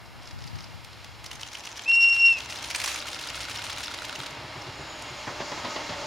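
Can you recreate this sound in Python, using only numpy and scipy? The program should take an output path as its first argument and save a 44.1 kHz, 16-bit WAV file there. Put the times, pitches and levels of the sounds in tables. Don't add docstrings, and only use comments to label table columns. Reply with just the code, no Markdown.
import sys
import numpy as np
from scipy import signal
from scipy.fft import rfft, irfft, next_fast_len
from scipy.io import wavfile
from scipy.ndimage import map_coordinates

SR = 44100
rng = np.random.default_rng(int(sys.argv[2]) if len(sys.argv) > 2 else 0)


def log_audio(samples):
    frames = np.atleast_2d(samples).T
    limited = np.clip(frames, -1, 1)
    pcm = np.round(limited * 32767).astype(np.int16)
    wavfile.write(sys.argv[1], SR, pcm)


N = 267246


def amp(db):
    return 10 ** (np.asarray(db) / 20)


def unit(x):
    return x / np.sqrt(np.mean(x ** 2) + 1e-20)


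def along(points, hz):
    f, v = np.transpose(points)
    return np.interp(np.log(hz + 1), np.log(f + 1), v)


def colour_of(points):
    return lambda hz: amp(along(points, hz))


def curves(rows):
    s, *cols = np.transpose(rows)
    return [np.interp(np.arange(N) / SR, s, c) for c in cols]


def ramp(start, length):
    return np.clip((np.arange(N) / SR - start) / length, 0, 1)


def wobble(rate):
    return map_coordinates(rng.standard_normal(int(N * rate / SR) + 4), [np.arange(N) * rate / SR])


def bell(hz, centre_hz, width_hz):
    return 1 / np.sqrt(1 + (2 * (hz - centre_hz) / width_hz) ** 2)


def pan(db):
    return amp([[db / 2], [-db / 2]])


def add(track, s, sound):
    part = track[:, max(round(s * SR), 0):][:, :sound.shape[1]]
    part += sound[:, :part.shape[1]]


# pitch_hz, likeness (1 = the same)
LIKENESS = [(60, 1), (130, 0.98), (290, 0.84), (640, 0.92), (1410, 0.91), (3100, 0.88), (6820, 0.95),
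            (15000, 1)]


def noise(colour, size):
    length = next_fast_len(size)
    hz = np.fft.rfftfreq(length, 1 / SR)
    turn = np.arccos(np.clip(along(LIKENESS, hz), 0, 1)) / 2
    white = rfft(rng.standard_normal((2, length)))
    mid, side = irfft(white * colour(hz) * [np.cos(turn), np.sin(turn)], length)[:, :size]
    return unit(np.array([mid + side, mid - side]))


def narrow(hz, width_hz):
    phase = 2 * np.pi * np.cumsum(hz) / SR
    return unit(wobble(width_hz) * np.sin(phase) + wobble(width_hz) * np.cos(phase))


def struck(colour, envelope, contact_db):
    size = len(envelope)
    push = noise(np.ones_like, size) * envelope
    push[:, np.argmax(envelope)] += amp(contact_db) * envelope.max()
    cepstrum = irfft(np.log(colour(np.fft.rfftfreq(size, 1 / SR)) + 1e-6), size)
    body = np.exp(rfft(2 * cepstrum[:size // 2], size))
    return unit(irfft(rfft(push) * body, size)) * np.sqrt(np.mean(envelope ** 2))


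# pitch_hz, fall_by_60_db_s
SURROUNDINGS = [(200, 0.5), (2500, 0.36), (10000, 0.29)]


def scatter(x, delay):
    hz, t, z = signal.stft(rng.standard_normal((2, SR // 2)), SR, nperseg=256)
    decay = 1e-3 ** (t / along(SURROUNDINGS, hz)[:, None])
    tail = signal.istft(z * decay, SR, nperseg=256)[1]
    late = np.pad(x, ((0, 0), (int(delay * SR), 0)))
    return signal.fftconvolve(late, tail / np.linalg.norm(tail[0]), axes=1)[:, :N]


# pitch_hz, level_db
BUFFET = [(22, -52), (35, -16), (60, -3), (120, 0), (200, -9.5), (400, -27), (1000, -25.5), (4000, -50)]
# pitch_hz, level_db
RUSTLE = [(2000, -9.5), (5000, -3), (8000, -2.5), (11500, 1.5), (13000, -2), (15500, -11)]
# middle_s, half_width_s, level_db
GUSTS = [(.35, 0.029, -49.5), (.49, 0.12, -48), (.555, 0.023, -43.5), (.7, 0.093, -53.5)]
BREEZE_DB, LULL_S, LULL_FALL_S, LULL_DB = -54, 1.32, 0.38, -73


def wind():
    t = np.arange(N) / SR
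    force = amp(BREEZE_DB + (LULL_DB - BREEZE_DB) * ramp(LULL_S, LULL_FALL_S))
    for s, width, db in GUSTS:
        force = force + amp(db) * np.exp(-((t - s) / width) ** 2)
    shared, own = [force * amp(wobble(14)) * noise(colour_of(BUFFET), N)[0] for _ in range(2)]
    buffeting = np.array([shared, -.52 * shared + 0.2 * own]) * amp(7.0)
    rustle = amp(-67.5 + 1.2 * wobble(21)) * noise(colour_of(RUSTLE), N)
    return buffeting + rustle


# pitch_hz, level_db
RUMBLE = [(22, -52.5), (30, -30), (45, -17), (60, 3), (78, -6), (112, -0.5), (160, -11), (230, -19.5),
          (340, -30.5), (570, -70)]
ROAR = [(120, -11.5), (200, -9), (305, 1), (390, -6.5), (490, -4), (570, -3), (730, -2.5), (900, -2),
        (1300, -1.94), (2000, -8.5), (3200, -24), (6000, -64.5)]
HISS = [(700, -14), (1500, -6.5), (2300, 2), (3500, -1.5), (5300, -1.5), (6000, -9.5), (7200, -9.5),
        (8100, -20.5), (9200, -17), (11000, -28.5), (15500, -32.5)]
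# pitch_hz, width_hz, lift_db
WHEELS = [(843, 73, 4), (1820, 38, 2), (2135, 60, 6.5), (2802, 60, 6.5), (3295, 140, 4.5), (4020, 260, 3.5)]
# time_s, level_db
APPROACH = [(0.0, -52), (0.99, -52.5), (2.68, -46), (4.74, -43.5), (5.11, -43), (5.65, -39.5),
            (6.06, -39.5)]
NEAR_DB = -44
# time_s, level_db
RUMBLE_LEVEL = [(0, -58), (.8, -55.5), (1.25, -54.5), (1.85, -58.5), (2.45, -53), (3.0, -56.5),
                (3.6, -48.5), (4.15, -55.5), (4.6, -50.5), (5.15, -53.5), (6.06, -52)]
# time_s, level_db
HISS_LEVEL = [(0, -53.8), (.3, -50.5), (1.85, -49.5), (2.5, -45), (3.7, -40.5), (4.2, -43), (5.15, -41.5),
              (5.5, -40), (6.06, -39.5)]
# pitch_hz, width_hz, level_db at NEAR_DB, growth in db per db of approach
HUMS = [(612.5, 70, -55, 2.4), (934, 70, -55.5, 1)]
PASS_S, PASS_LENGTH_S, DOPPLER_PER_S = 4.4, .9, 0.037


def rolling():
    near_db = curves(APPROACH)[0] - NEAR_DB
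    hiss_db, = curves(HISS_LEVEL)
    rumble_db, = curves(RUMBLE_LEVEL)
    roar_db = -43.5 + 0.92 * near_db

    def ringing(hz):
        return 1 + sum((amp(db) - 1) * bell(hz, centre, width) ** 2 for centre, width, db in WHEELS)

    def rumble_colour(hz):
        return colour_of(RUMBLE)(hz) * (1 + .8 * bell(hz, 104, 16))

    rumble = amp(rumble_db + .6 * wobble(21)) * noise(rumble_colour, N)
    roar = amp(roar_db + 0.8 * wobble(17)) * noise(lambda hz: colour_of(ROAR)(hz) * ringing(hz), N)
    hiss_gain = amp(hiss_db - 0.87 + 0.52 * wobble(8.1))
    hiss = hiss_gain * noise(lambda hz: colour_of(HISS)(hz) * ringing(hz), N)
    doppler = 1 - DOPPLER_PER_S * PASS_LENGTH_S * ramp(PASS_S, PASS_LENGTH_S)
    hum = 0
    for hz, width, db, growth in HUMS:
        hum = hum + amp(db + growth * near_db + 1.6 * wobble(8)) * narrow(hz * doppler, width)
    return rumble * pan(1.1) + roar + hiss + hum


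# pitch_hz, level_db
SCRAPE = [(3000, -31), (4500, 0), (5600, -2.5), (6400, -1.5), (7200, -4), (8000, -24), (11000, -33)]
FLANGE_S, FLANGE_RISE_S, FLANGE_DB = 4.62, .22, -56.5
FLANGE_HZ, FLANGE_WIDTH_HZ, FLANGE_SAG_HZ_PER_S = 6990, 260, 450
SPREAD_S, SPREAD_RISE_S, SPREAD_DB = 5.11, 0.18, -47.5


def flanges():
    spread = ramp(SPREAD_S, SPREAD_RISE_S)
    hz = FLANGE_HZ - FLANGE_SAG_HZ_PER_S * (np.arange(N) / SR - FLANGE_S)
    thin = amp(FLANGE_DB) * ramp(FLANGE_S, FLANGE_RISE_S) * narrow(hz, FLANGE_WIDTH_HZ)
    broad = amp(SPREAD_DB) * noise(colour_of(SCRAPE), N)
    return amp(2.1 * wobble(20)) * (np.sqrt(1 - spread) * thin + spread * broad)


SQUEAL_S, SQUEAL_LENGTH_S, SQUEAL_FADE_S = 5.51, 0.26, .04
SQUEAL_HZ, SQUEAL_SAG_HZ_PER_S, SQUEAL_DB = 1282, 120, -46


def squeal():
    hz = SQUEAL_HZ - SQUEAL_SAG_HZ_PER_S * (np.arange(N) / SR - SQUEAL_S)
    fade_out_s = SQUEAL_S + SQUEAL_LENGTH_S - SQUEAL_FADE_S
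    envelope = ramp(SQUEAL_S, SQUEAL_FADE_S) - ramp(fade_out_s, SQUEAL_FADE_S)
    tone = np.sin(2 * np.pi * np.cumsum(hz) / SR + 0.17 * wobble(60))
    return envelope * amp(SQUEAL_DB + 1.9 * wobble(25)) * np.sqrt(2) * tone


# pitch_hz, level_db within the thud, swell_s
TRACK_BED = [(127.4, -1, 0.014), (89.5, -6.5, 0.015), (169, -11, 0.017), (376, -9, 0.014)]


def thud():
    t = np.arange(SR // 4) / SR
    total = 0
    for hz, db, swell in TRACK_BED:
        envelope = (t / swell * np.exp(1 - t / swell)) ** 2
        near_hz = hz * (1 + 0.038 * rng.standard_normal())
        total = total + amp(db) * envelope * np.sin(2 * np.pi * near_hz * t)
    return total


def clang(colour, attack, t60, size):
    t = np.arange(size) / SR
    envelope = (1 - np.exp(-t / attack)) * np.exp(-np.log(1000) * t / t60)
    return struck(colour, envelope / envelope.max(), contact_db=18)


# time_s, thud_db, clang_db, clang_fall_by_60_db_s, clang_treble_db
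JOINTS = [(4.18, -37.5, -46, .12, -4), (4.306, -41.5, -50, 0.095, -6), (4.368, -42, -40.5, .1, -10),
          (4.427, -39, -55, 0.18, -6), (4.555, -36, -45.5, 0.17, -12), (4.665, -34.5, -42, 0.15, 6),
          (4.79, -37, -45, 0.12, -6), (4.984, -43.5, -56, .12, -6), (5.102, -38, -50, 0.11, -6),
          (5.27, -45, -31.5, 0.2, -10), (5.4, -50, -31, 0.16, -1), (5.515, -48, -31, 0.12, 0),
          (5.573, -54, -35, 0.082, -1.5), (5.644, -46, -29.5, 0.18, 0.5), (5.759, -42, -30, 0.11, 2.5),
          (5.798, -57, -36.5, 0.11, -9), (5.889, -43, -33.5, 0.19, 3), (5.921, -53, -35.5, 0.13, 2),
          (6.015, -43, -41, 0.15, -3)]
# pitch_hz, level_db
STEEL = [(25, -45), (100, -3.5), (200, -4), (400, -3.5), (490, -5.5), (560, -0.5), (640, 0.5), (740, -6.5),
         (1000, -1), (1400, -14.5), (1900, -6), (2400, -15), (3500, -12.5), (5000, -17.5), (9000, -46),
         (15000, -67)]


def joints():
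    track = np.zeros((2, N))
    for s, thud_db, clang_db, t60, treble_db in JOINTS:
        def steel(hz):
            return amp(along(STEEL, hz) + treble_db * np.clip((hz - 2000) / 1000, 0, 1))
        add(track, s, amp(thud_db) * thud() * pan(.5))
        add(track, s, amp(clang_db) * clang(steel, attack=.0025, t60=t60, size=16384))
    return track


# pitch_hz, level_db
CASING = [(200, -29), (600, -6), (1200, -1), (2500, 2), (4000, 1), (5500, 0), (7000, -4.5), (8100, -11.5),
          (9500, -10.5), (11500, -17.5), (15500, -25.5)]
LEAD = 2 ** 9
DETUNE = .02


def click(t60, ring_hz, ring_db, treble_db, snap_db):
    centre_hz = ring_hz * (1 + DETUNE * rng.standard_normal())

    def colour(hz):
        casing = amp(along(CASING, hz) + treble_db * np.clip((hz - 4500) / 5500, 0, 1))
        return casing * (1 + (amp(ring_db) - 1) * bell(hz, centre_hz, 0.18 * centre_hz) ** 2)

    t = np.arange(-LEAD, 7 * LEAD) / SR
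    slide = amp(-11) * np.exp(np.minimum(t, 0) / 0.0053)
    age = np.maximum(t, 0)
    blow = amp(-1.1) * np.exp(-np.log(1000) * age / t60) * (1 + 0.14 * np.exp(-age / 0.00082))
    return struck(colour, np.where(t < 0, slide, blow), snap_db)


def camera(exposures, level, cycle, rattle_db, size):
    first_db, drift_db = level
    track = np.zeros((2, N))
    begin, end = cycle[0][0], cycle[-1][0]
    for s in exposures:
        db = first_db + drift_db * (s - exposures[0])
        for offset, stroke_db, *stroke in cycle:
            gain = amp(db + stroke_db + rng.normal(0, 0.9))
            add(track, s + offset - LEAD / SR, gain * click(*stroke))
        for when, pitch, softness in rng.random((size, 3)):
            offset = begin + when * (end - begin)
            tick = click(.012, 3000 + 7000 * pitch, ring_db=6, treble_db=4, snap_db=12)
            add(track, s + offset - LEAD / SR, amp(db + rattle_db - 5.6 * softness) * tick)
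    return track


def evenly(first, period, count):
    return first + period * np.arange(count)


# offset_s, level_db, fall_by_60_db_s, ring_hz, ring_db, treble_db, first_contact_over_chatter_db
FAR_CYCLE = [(-.052, -6.5, .05, 5000, 8, -4, 4), (-.02, -2, .04, 5560, 10, -8, 4),
             (0, 2.5, .022, 5100, 12, -1, 14), (.035, 0.5, .04, 5000, 10, -0.5, 8)]
FIRST_CYCLE = [(-.036, -7.5, 0.057, 6260, -1, -4, -1), (-.021, -3.5, 0.015, 5900, 7.5, 1.5, 2.5),
               (-.017, -1, 0.014, 5900, 6.5, 3.5, -2), (0, 3, .02, 2960, 9, -6.5, 9),
               (.018, -10, 0.045, 3000, 5.5, -3, 3), (.031, -13.5, .05, 6500, 3, -1, 6),
               (.043, -5.5, .016, 6480, 13, -3, 10), (.055, -3.5, 0.014, 6400, 7, -2.5, 9.5)]
SECOND_CYCLE = [(-.077, -1, 0.075, 8900, 3, 2.5, -2), (-.062, -6.5, 0.032, 8800, 3, 1, 8),
                (-.043, -8, .022, 9000, 17, 3.5, 8.5), (-.03, -6.5, .018, 1300, 24, -7, 25),
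                (-.016, -1, 0.033, 3430, 9.5, 6, 6.5), (-.013, -3, .014, 4500, 3, 1, 2),
                (0, 2.5, .016, 5200, 21, -2.5, 10), (.013, 0, 0.017, 2760, 10, 0, 12.5)]
THIRD_CYCLE = [(-.011, -7.5, 0.025, 2800, 3, 6, 6), (.0003, 1.5, 0.012, 3730, 18, 1.5, 15.5),
               (.001, -2, 0.021, 1430, 15, -10, 18), (0.032, -5.5, 0.045, 3800, 7.1, 2, 4),
               (.032, -2.5, .022, 1420, 28, -10, 24), (.059, -0.5, 0.024, 3560, 3.5, -6, 6),
               (0.0637, -1.5, 0.03, 2790, 7.9, 4.5, 14)]
# first_exposure_s, period_s
BURSTS = [(.275, .166), (2.575, .1427), (2.917, .1071)]
FIRST_EXPOSURES = [1.432, 1.5522, 1.673, 1.794, 1.916, 2.044, 2.165, 2.284, 2.405, 2.525, 2.645]
# level_db, drift_db_per_s
BURST_LEVELS = [(-39.5, 4.5), (-31, 1), (-32.5, 1), (-31, 1.65)]
# time_s, level_db, fall_by_60_db_s, ring_hz, ring_db
CLICKS = [(0.06, -46.5, 0.014, 5500, 23), (.847, -37, 0.022, 4900, 2), (.931, -41.5, 0.03, 4460, 18),
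          (1.045, -36, 0.028, 4970, 5), (1.243, -35, 0.027, 5000, -2), (1.262, -31, 0.029, 5850, 8.5),
          (1.314, -29, 0.027, 3020, 13.5), (1.331, -37.5, 0.055, 5000, -5), (1.355, -35.5, .03, 6400, 8),
          (2.595, -33.5, .015, 3600, 12), (2.627, -34.5, 0.041, 3180, 6), (2.703, -27.5, 0.032, 2400, 3.5),
          (2.711, -26.5, 0.041, 2420, 11), (2.748, -21, 0.057, 2560, 6.5), (2.76, -24.5, .045, 8400, 11),
          (2.801, -24, .04, 2500, 7), (2.816, -25, 0.054, 2400, 6), (2.84, -21.5, 0.025, 2420, 3.5),
          (2.844, -24, 0.06, 3970, -15), (2.86, -24.5, 0.044, 8300, 12.5), (2.877, -23, 0.048, 2920, -4),
          (2.916, -29.5, 0.027, 6500, 12.5), (2.944, -27, 0.023, 6500, 15), (2.959, -25.5, .035, 2330, 10),
          (4.308, -36, 0.014, 6840, 8), (4.621, -34, 0.012, 5400, 22), (4.995, -41.5, .03, 9400, 8),
          (5.023, -34, 0.023, 8900, 8)]
WINDER_S, WINDER_DB, WINDER_T60_S = 2.882, -29.5, 0.33


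def shutters():
    far, second, third = BURSTS
    far_level, first_level, second_level, third_level = BURST_LEVELS
    track = camera(evenly(*far, count=3), far_level, FAR_CYCLE, rattle_db=-6, size=5) * pan(0.54)
    track += camera(FIRST_EXPOSURES, first_level, FIRST_CYCLE, rattle_db=-6, size=8) * pan(.6)
    track += camera(evenly(*second, count=10), second_level, SECOND_CYCLE, rattle_db=-1, size=7) * pan(1.3)
    track += camera(evenly(*third, count=13), third_level, THIRD_CYCLE, rattle_db=-8.5, size=7) * pan(-0.49)
    singles = np.zeros((2, N))
    for s, db, t60, ring_hz, ring_db in CLICKS:
        add(singles, s - LEAD / SR, amp(db) * click(t60, ring_hz, ring_db, treble_db=3.5, snap_db=6))
    winder = click(WINDER_T60_S, ring_hz=2400, ring_db=4.0, treble_db=5.5, snap_db=5)
    add(singles, WINDER_S - LEAD / SR, amp(WINDER_DB) * winder)
    track += singles * pan(-1.1)
    return track + amp(-9) * scatter(track, delay=0.008)


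# time_s, level_db
FUNDAMENTAL = [(1.885, -22), (1.907, -17), (1.922, -20.5), (1.938, -17.5), (1.952, -20.5), (1.985, -16),
               (2.003, -18.5), (2.045, -15.3), (2.063, -21), (2.08, -15.5), (2.1, -22), (2.123, -19),
               (2.16, -26.5), (2.205, -20), (2.235, -16), (2.27, -13), (2.32, -18)]
# time_s, level_db
OCTAVE = [(1.918, -44), (1.944, -28), (1.972, -47), (1.988, -45), (2.004, -31), (2.043, -28.5),
          (2.07, -35.5), (2.105, -31), (2.124, -27.5), (2.148, -34.5), (2.162, -49), (2.178, -46),
          (2.192, -30), (2.25, -34.5), (2.28, -29.5), (2.3, -46), (2.345, -31), (2.368, -46)]
# multiple of the main pitch, level_db
OVERTONES = [(3, -55), (4, -72.5), (5, -75)]
VALVE_OPEN_S, VALVE_SHUT_S, SILENT_S = 1.855, 2.292, 2.393
ATTACK_S, HANG_S, RELEASE_S, DREGS_DB = 0.035, 0.026, 0.013, -17.5
CATCH_AFTER_S, CATCH_WIDTH_S, CATCH_DB = 0.019, 0.0034, -15
PIPE_HZ, SCOOP_HZ, SCOOP_S = 2747.7, 325, 0.016
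SAG_HZ_PER_S, SAG_HZ_PER_S2 = 1150, 14000
AIR_HZ, AIR_WIDTH_HZ, AIR_DB = 2500, 300, -51.5


def whistle():
    t = np.arange(N) / SR
    opened, shut = np.maximum(t - VALVE_OPEN_S, 0), np.maximum(t - VALVE_SHUT_S, 0)
    scoop_hz = SCOOP_HZ * np.exp(-opened / SCOOP_S)
    pitch_hz = PIPE_HZ - scoop_hz - SAG_HZ_PER_S * shut - SAG_HZ_PER_S2 * shut ** 2
    phase = 2 * np.pi * np.cumsum(pitch_hz * (1 + .001 * wobble(70))) / SR

    catch = amp(CATCH_DB * np.exp(-((opened - CATCH_AFTER_S) / CATCH_WIDTH_S) ** 2))
    attack = ramp(VALVE_OPEN_S, ATTACK_S) * catch
    dregs = amp(DREGS_DB)
    release = dregs + (1 - dregs) * np.exp(-np.maximum(shut - HANG_S, 0) / RELEASE_S)
    pressure = attack * release * (1 - ramp(SILENT_S - .012, .012))

    (db,), (octave_db,) = curves(FUNDAMENTAL), curves(OCTAVE)
    tone = amp(db + 0.8 * wobble(90) + 0.28 * wobble(400)) * np.sin(phase)
    octave_phase = 2 * phase + .35 * wobble(49) + 0.39 * wobble(300)
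    tone += amp(octave_db + 3.2 * wobble(90)) * np.sin(octave_phase)
    for k, partial_db in OVERTONES:
        flutter_db = 4 * wobble(80)
        partial = np.sin(k * phase + .5 * wobble(80))
        tone += pressure ** .5 * amp(partial_db + flutter_db) * partial
    tone += amp(AIR_DB) * narrow(np.full(N, AIR_HZ), AIR_WIDTH_HZ)

    direct = np.sqrt(2) * tone * pressure * pan(0.99)
    slap = np.pad(direct, ((0, 0), (int(.088 * SR), 0)))[:, :N]
    near_echo = amp(-30.5) * scatter(direct, delay=0.064)
    far_echo = amp(-36.5) * scatter(direct, delay=0.21)
    return direct + amp(-23) * slap + near_echo + far_echo


def scene():
    return wind() + rolling() + flanges() + squeal() + joints() + shutters() + whistle()


TOP_HZ = 15850


def record(dry):
    size = next_fast_len(N + SR // 2)
    kept = np.fft.rfftfreq(size, 1 / SR) < TOP_HZ
    return irfft(rfft(dry, size) * kept, size)[:, :N]


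dry = scene()
out = record(dry)
log_audio(out)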